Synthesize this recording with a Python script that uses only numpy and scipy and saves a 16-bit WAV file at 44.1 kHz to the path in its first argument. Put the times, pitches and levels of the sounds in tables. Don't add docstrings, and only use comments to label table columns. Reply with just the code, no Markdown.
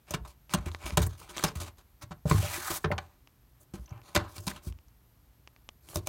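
import sys
import numpy as np
from scipy import signal
from scipy.fft import rfft, irfft
from scipy.io import wavfile
from scipy.ndimage import uniform_filter1d

SR = 44100
rng = np.random.default_rng(int(sys.argv[2]) if len(sys.argv) > 2 else 0)


def how_loud(loudness_db):
    steps = np.asarray(loudness_db, float) / 20
    return 10 ** steps


def dump_mix(stems):
    frames = np.atleast_2d(stems).T
    limited = np.clip(frames, -1, 1)
    pcm = np.round(limited * 32767).astype(np.int16)
    wavfile.write(sys.argv[1], SR, pcm)


N = 268128

# start in seconds, length in ms, relative level in dB, tilt in dB per octave.
CATCHES = [(0.107, 17, -40, 4), (0.137, 15.4, -32, -2.5), (0.247, 27, -52, -3), (0.274, 45, -56.5, 4),
           (0.536, 14.2, -26, -0.5), (0.561, 110, -52.5, -3), (0.658, 27, -44.5, -1), (0.855, 85, -44, 0.3),
           (0.971, 9.4, -21.5, -0.6), (0.988, 27, -45, 5), (1.017, 37, -38.5, 4), (1.064, 12, -37, 13.5),
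           (1.225, 88, -57, 0.5), (1.308, 23, -52.5, 2.5), (1.364, 20, -44, 0.5), (1.378, 110, -43.5, 1.3),
           (1.437, 15, -24.5, 0.3), (1.461, 28.4, -40.5, -0.5), (1.553, 37, -47, 3),
           (1.6, 76.6, -43.5, 1.4), (2.107, 23, -46, -5), (2.253, 5.4, -45, -19), (2.295, 30, -36.5, 3.5),
           (2.31, 3.7, -20.5, -10), (2.701, 20, -37, 1.5), (2.841, 17.4, -30, -9.5),
           (2.915, 17, -33.5, -9.5), (2.981, 10.2, -34.5, -7.5), (3.003, 143, -67, -2.5),
           (3.736, 42, -52.5, -0.1), (4.148, 10.2, -27.5, 0.5), (4.159, 8.1, -21, -3.5),
           (4.172, 6, -30.5, -4), (4.4, 130, -55, 8), (4.467, 10, -36, 2.5), (4.479, 6.6, -33.5, 1),
           (4.492, 20, -42.5, 3), (4.509, 10, -52, -1), (4.559, 23.7, -49, -0.6), (4.666, 35, -52.5, 5.5),
           (5.887, 51, -51.5, 7), (5.957, 5.1, -30, 3), (5.966, 23, -43.5, 4.5), (6.071, 4, -30, 3)]
# start in seconds, length in ms, relative level in dB, tilt in dB per octave.
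BRUSHES = [(0.065, 87, -53.5, -2), (0.495, 57, -48, -1), (0.69, 99, -60.5, -0.5), (0.79, 82, -49.5, -3),
           (1.071, 82, -59.5, -0.5), (1.173, 49, -54, 4), (1.289, 21, -48, 0), (1.329, 51, -50, -2.5),
           (1.77, 44, -62, 0), (2.01, 29, -48, 0), (3.594, 39, -62, 11), (3.774, 74, -68.5, 3),
           (3.87, 118, -59.5, -10), (4.024, 110, -58.5, -1.3), (4.27, 75, -59, 4), (4.345, 46, -49, 3.5),
           (4.622, 47, -55, 8), (5.819, 98, -62.5, 4), (5.942, 18, -44.5, 8), (6.056, 17, -52, 3)]
# frequency in Hz, relative level in dB per Hz.
PAPER_TONE = [(410, -27), (700, -2.5), (1730, -4), (4400, -8), (7790, -10), (9480, -12.5), (16000, -19.5)]
# time in seconds, pressure of the paw in dB.
SLIDE_PRESSURE = [(2.255, -56), (2.3, -44), (2.361, -43.5), (2.42, -43), (2.5, -44.5), (2.555, -41),
                  (2.61, -49.5), (2.68, -44), (2.775, -44.5), (2.8, -71), (2.84, -68)]
# start in seconds, relative level in dB, ring in Hz.
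TICKS = [(0.4953, -42, 2760), (0.7168, -40.5, 3960), (0.7479, -29, 2030), (0.8648, -30.5, 2780),
         (0.9065, -32, 2500), (1.367, -33, 2120), (1.372, -28.5, 6200), (1.381, -25.5, 3530),
         (2.981, -27.5, 2970), (3.274, -48, 2810), (3.978, -55, 2750), (4.017, -51.5, 2700),
         (4.3821, -34.5, 4740), (4.479, -24, 4750), (4.725, -47.5, 3000), (4.788, -52.5, 2775),
         (4.884, -56, 6100), (5.475, -41, 2730), (5.5633, -50.5, 2360), (5.69, -34, 3120),
         (5.888, -42.5, 3100)]
# start in seconds, peak level in dB, ring in Hz.
RASPS = [(1.029, -31.5, 3800), (1.065, -31.5, 7960), (1.214, -39.5, 1120), (1.396, -27, 1400),
         (1.48, -34.5, 5460), (2.768, -28.5, 8600), (2.915, -20.5, 2040), (3.859, -48, 6100),
         (3.878, -51, 2920), (3.892, -51, 5860), (3.907, -50.5, 6100), (4.297, -47, 1100),
         (4.514, -33.5, 1840), (5.932, -40.5, 1000)]
# time in seconds, relative level in dB, pitch of the panel struck in Hz.
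THUMPS = [(0.108, -19, 576), (0.144, -29.5, 170.5), (0.202, -32, 61), (0.541, -18, 185), (0.573, -25.5, 64),
          (0.663, -23, 71.5), (0.665, -26.5, 355), (0.838, -31, 58), (0.921, -22, 67), (0.974, -19.5, 170),
          (0.996, -13, 70.8), (1.031, -24.5, 112), (1.066, -29, 59), (1.441, -21.5, 175.3),
          (1.556, -24, 70.6), (1.619, -34.5, 90), (2.032, -37.5, 115), (2.108, -33.5, 172),
          (2.254, -21, 153), (2.255, -8, 522), (2.312, -15.5, 145), (2.315, -9, 407), (2.346, -17.5, 99),
          (2.371, -20, 85.5), (2.428, -15.5, 594), (2.445, -18, 587), (2.578, -28, 358), (2.703, -22, 356),
          (2.844, -24, 169), (2.845, -5, 468), (2.9, -24, 162), (2.905, -7.5, 610), (2.929, -28, 73),
          (3.738, -31.5, 198), (3.742, -25.5, 424), (3.791, -34, 59), (3.914, -32, 115), (4.149, -25, 190),
          (4.171, -27, 96.4), (4.38, -35.5, 100), (4.471, -26.5, 194), (4.668, -22.5, 67.3),
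          (4.7, -46, 105), (5.958, -12, 620), (5.972, -20, 323), (5.965, -27.5, 91.3), (6.073, -23.5, 586)]
# frequency in Hz, relative level in dB, T60 in seconds.
PANEL_MODES = [(48.3, -5.5, 0.081), (59, -2.5, 0.29), (81.6, -2, 0.35), (100, 2.5, 0.2), (117.5, -5, 0.24),
               (147.4, 2, 0.15), (170, 0, 0.056), (196.9, -0.5, 0.15), (228, -9.5, 0.1),
               (283, -21.5, 0.053), (357.4, -4.5, 0.054), (437, -15.5, 0.049), (603, -11.5, 0.029),
               (740, -20.5, 0.029), (935, -18.5, 0.028), (1122, -17, 0.035), (1393, -10.5, 0.0083),
               (1630, -14.5, 0.0095)]
# frequency in Hz, relative level in dB per Hz.
ROOM_TONE = [(20, -9), (60, 4), (85, -7.5), (120, -3.5), (165, -14.5), (250, -16), (500, -25.5),
             (1000, -26), (2000, -31.5), (4000, -34.5), (8000, -37.5), (15600, -35.5)]

BITE_MS, SWELL_SHARE = 2.3, 0.5
SOFT_DB_PER_TILT = -0.7
BITE_DB, BITE_FADE_MS = 2, 7
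LIFT_DB_PER_LENGTH = 43.5
CATCH_PANEL_DB, BRUSH_PANEL_DB, PANEL_DB_PER_TILT = 2, 1, -0.11
HOLLOW_START_HZ, HOLLOW_END_HZ = 3100, 1268
SINK_MID_S, SINK_S = 2.53, 0.12
HOLLOW_DB = -1.5
HISS_DB, HISS_DB_PER_S = 0.5, 30.5
RASP_DB_PER_S = 2001.5
BOX_T60_S, BOX_DB = 0.16, -12
BOX_DB_PER_OCTAVE, BOX_DAMPING = 2.5, 0.43
ROOM_DB = -60.7
WHINE_HZ, WHINE_T60_S, WHINE_DB = 12900, 0.011, -77


def times(count):
    return np.arange(count) / SR


def unit(x):
    return x / np.sqrt(np.mean(x ** 2))


def colour(x, points, tilt_db=0):
    hz = np.fft.rfftfreq(len(x), 1 / SR) + 1
    point_hz, point_db = np.transpose(points)
    curve_db = np.interp(np.log(hz), np.log(point_hz), point_db)
    curve_db += tilt_db * np.log2(np.hypot(1, hz / 1500))
    return unit(irfft(rfft(x) * how_loud(curve_db), len(x)))


def ring(x, hz, t60):
    decay = np.log(10 ** 3) / (t60 * SR)
    pole = np.exp(2j * np.pi * hz / SR - decay)
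    return signal.lfilter([1], [1, -pole], x).imag


def add(out, s, x):
    i = int(s * SR)
    out[i:i + len(x)] += x[:N - i]


def walk(rate, count=N):
    k = int(SR / rate)
    held = np.repeat(rng.standard_normal(count // k + 1), k)
    return unit(uniform_filter1d(held, k)[:count])


def fibres(count, scatter_db, grip_db):
    snaps_db = scatter_db * np.minimum(rng.exponential(size=count), 5.5)
    noise = rng.standard_normal(count)
    grip = walk(250, count=count) + walk(90, count=count)
    return unit(noise * how_loud(snaps_db + grip_db * grip))


def spot(x, ripple_db):
    hz = np.linspace(300, 16000, 24)
    return colour(x, np.transpose([hz, ripple_db * rng.standard_normal(len(hz))]))


def strokes():
    air, force, count = np.zeros(N), np.zeros(N), 12000
    ms = times(count) * 1e3
    rows = [(BITE_MS * how_loud(SOFT_DB_PER_TILT * row[3]), CATCH_PANEL_DB, *row) for row in CATCHES]
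    rows += [(SWELL_SHARE * row[1], BRUSH_PANEL_DB, *row) for row in BRUSHES]
    for rise_ms, panel_db, s, length_ms, db, tilt_db in rows:
        swell = np.minimum(ms / max(rise_ms, 0.3), 1) ** 0.9
        sag_db = -8.0 * np.clip((ms - rise_ms) / length_ms, 0, 1)
        after_ms = np.maximum(ms - length_ms, 0)
        claws = how_loud(-LIFT_DB_PER_LENGTH * after_ms / (length_ms + 8))
        fur = how_loud(-22.5 - 0.14 * after_ms + 4.9 * walk(45, count=count))
        lift = np.maximum(claws, fur)
        bite_db = BITE_DB * np.exp(-ms / BITE_FADE_MS)
        shape = swell * lift * how_loud(db + sag_db + bite_db)
        effort = np.sum(shape ** 2)
        scrape = fibres(count, 2.6, 2.1)
        scrape *= np.sqrt(effort / np.sum((shape * scrape) ** 2))
        first, last = spot(scrape, 2.6), spot(scrape, 2.6)
        fresh = np.exp(-np.maximum(ms - rise_ms, 0) / length_ms)
        bright = colour(first, PAPER_TONE, tilt_db)
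        dull = colour(last, PAPER_TONE, tilt_db - 4)
        sound = shape * (fresh * bright + (1 - fresh) * dull)
        add(air, s, sound * np.sqrt(effort / np.sum(sound ** 2)))
        add(force, s, how_loud(panel_db + PANEL_DB_PER_TILT * tilt_db) * shape * scrape)
    return how_loud(2.5) * air, force


def slide():
    t = times(N)
    pressure = how_loud(np.interp(t, *np.transpose(SLIDE_PRESSURE), left=-200, right=-200))
    hiss = pressure * how_loud(HISS_DB + HISS_DB_PER_S * (t - SINK_MID_S))
    sunk = (1 + np.tanh((t - SINK_MID_S) / SINK_S)) / 2
    scrape = fibres(N, 2.3, 1.5)
    hollow_hz = HOLLOW_START_HZ + sunk * (HOLLOW_END_HZ - HOLLOW_START_HZ)
    phase = 2 * np.pi * np.cumsum(hollow_hz) / SR
    tone = unit(walk(1300) * np.cos(phase) + walk(1300) * np.sin(phase)) * how_loud(4.0 * walk(90))
    tone *= np.clip((t - 2.33) / 0.13, 0, 1) * np.clip((2.76 - t) / 0.045, 0, 1)
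    scrape = sum(how_loud(7.6 * walk(23)) * spot(scrape, 2.3) for _ in range(5))
    scrape = scrape / np.sqrt(uniform_filter1d(scrape ** 2, size=1500))
    dull = colour(scrape, PAPER_TONE, -0.88)
    bright = colour(scrape, PAPER_TONE, 9.3)
    sound = hiss * bright + pressure * (how_loud(HOLLOW_DB) * tone + how_loud(1.0) * dull)
    return sound, how_loud(-6.0) * pressure * scrape


def ticks():
    out, tip = np.zeros(N), np.pad(np.hanning(5), (0, 700))
    for s, db, hz in TICKS:
        click = ring(tip, hz, 0.003)
        click = click + how_loud(-2.0) * ring(tip, 1.84 * hz, 0.0013)
        click = click + how_loud(-13.0) * ring(tip, 1200, 0.007)
        add(out, s, how_loud(db + 1.5) * click)
        add(out, s + 0.0034, how_loud(db - 13.0) * click)
    chatter = rng.standard_normal((len(RASPS), len(tip))) * how_loud(-RASP_DB_PER_S * times(len(tip)))
    for (s, db, hz), force in zip(RASPS, chatter):
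        rasp = unit(ring(force, hz, 0.005)) + how_loud(-17.0) * unit(force)
        add(out, s, how_loud(db) * rasp / np.max(np.abs(rasp)))
    return out


def box(scrape_force):
    s, thump_db, struck_hz = np.transpose(THUMPS)
    polarity = np.sign(rng.standard_normal((len(s), len(PANEL_MODES))))
    out = np.zeros(N)
    for k, (hz, db, t60) in enumerate(PANEL_MODES):
        blows = np.zeros(N)
        far_db = 150 * min(1, 250 / hz) * np.log2(hz / struck_hz) ** 2
        near_db = -np.minimum(far_db, np.where(hz < struck_hz, 25, 17))
        np.add.at(blows, (s * SR).astype(int), polarity[:, k] * how_loud(thump_db + near_db - 1.5))
        push = np.convolve(blows, np.hanning(49) / 24)[:N]
        shake_db = np.clip(50 * np.log2(hz / 400), -26, 0) - 18
        out += how_loud(db) * ring(push + how_loud(shake_db) * scrape_force, hz, t60)
    return out


def box_echo():
    t = times(8192)
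    echo = 0
    for hz in 125 * 2 ** np.arange(7):
        band = colour(rng.standard_normal(len(t)), [(hz / 8, -40), (hz, 0), (hz * 8, -40)])
        octaves = np.log2(hz / 1000)
        t60 = BOX_T60_S * 2 ** (-BOX_DAMPING * max(octaves, -1))
        echo = echo + band * how_loud(BOX_DB_PER_OCTAVE * octaves - 60 * t / t60)
    return echo / np.sqrt(np.sum(echo ** 2))


def room():
    air = how_loud(ROOM_DB) * colour(rng.standard_normal(N), ROOM_TONE)
    whine = unit(ring(rng.standard_normal(N), WHINE_HZ, WHINE_T60_S))
    return air + how_loud(WHINE_DB + 1.5 * walk(2.9)) * whine


def scene():
    scrape, scrape_force = strokes()
    long_scrape, long_force = slide()
    cat = scrape + long_scrape + box(scrape_force + long_force)
    echoed = how_loud(BOX_DB) * signal.fftconvolve(cat, box_echo())[:N]
    return (cat + echoed + ticks() + room())[None]


def band_limit(x):
    return signal.sosfilt(signal.butter(12, 16990, fs=SR, output="sos"), x)


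def record(dry):
    bass_cut = signal.butter(4, 44, "high", fs=SR, output="sos")
    top_cut = signal.butter(16, 15900, fs=SR, output="sos")
    mix = signal.sosfilt(np.vstack([bass_cut, top_cut]), dry)
    return band_limit(mix)


dry = scene()
out = record(dry)
dump_mix(out)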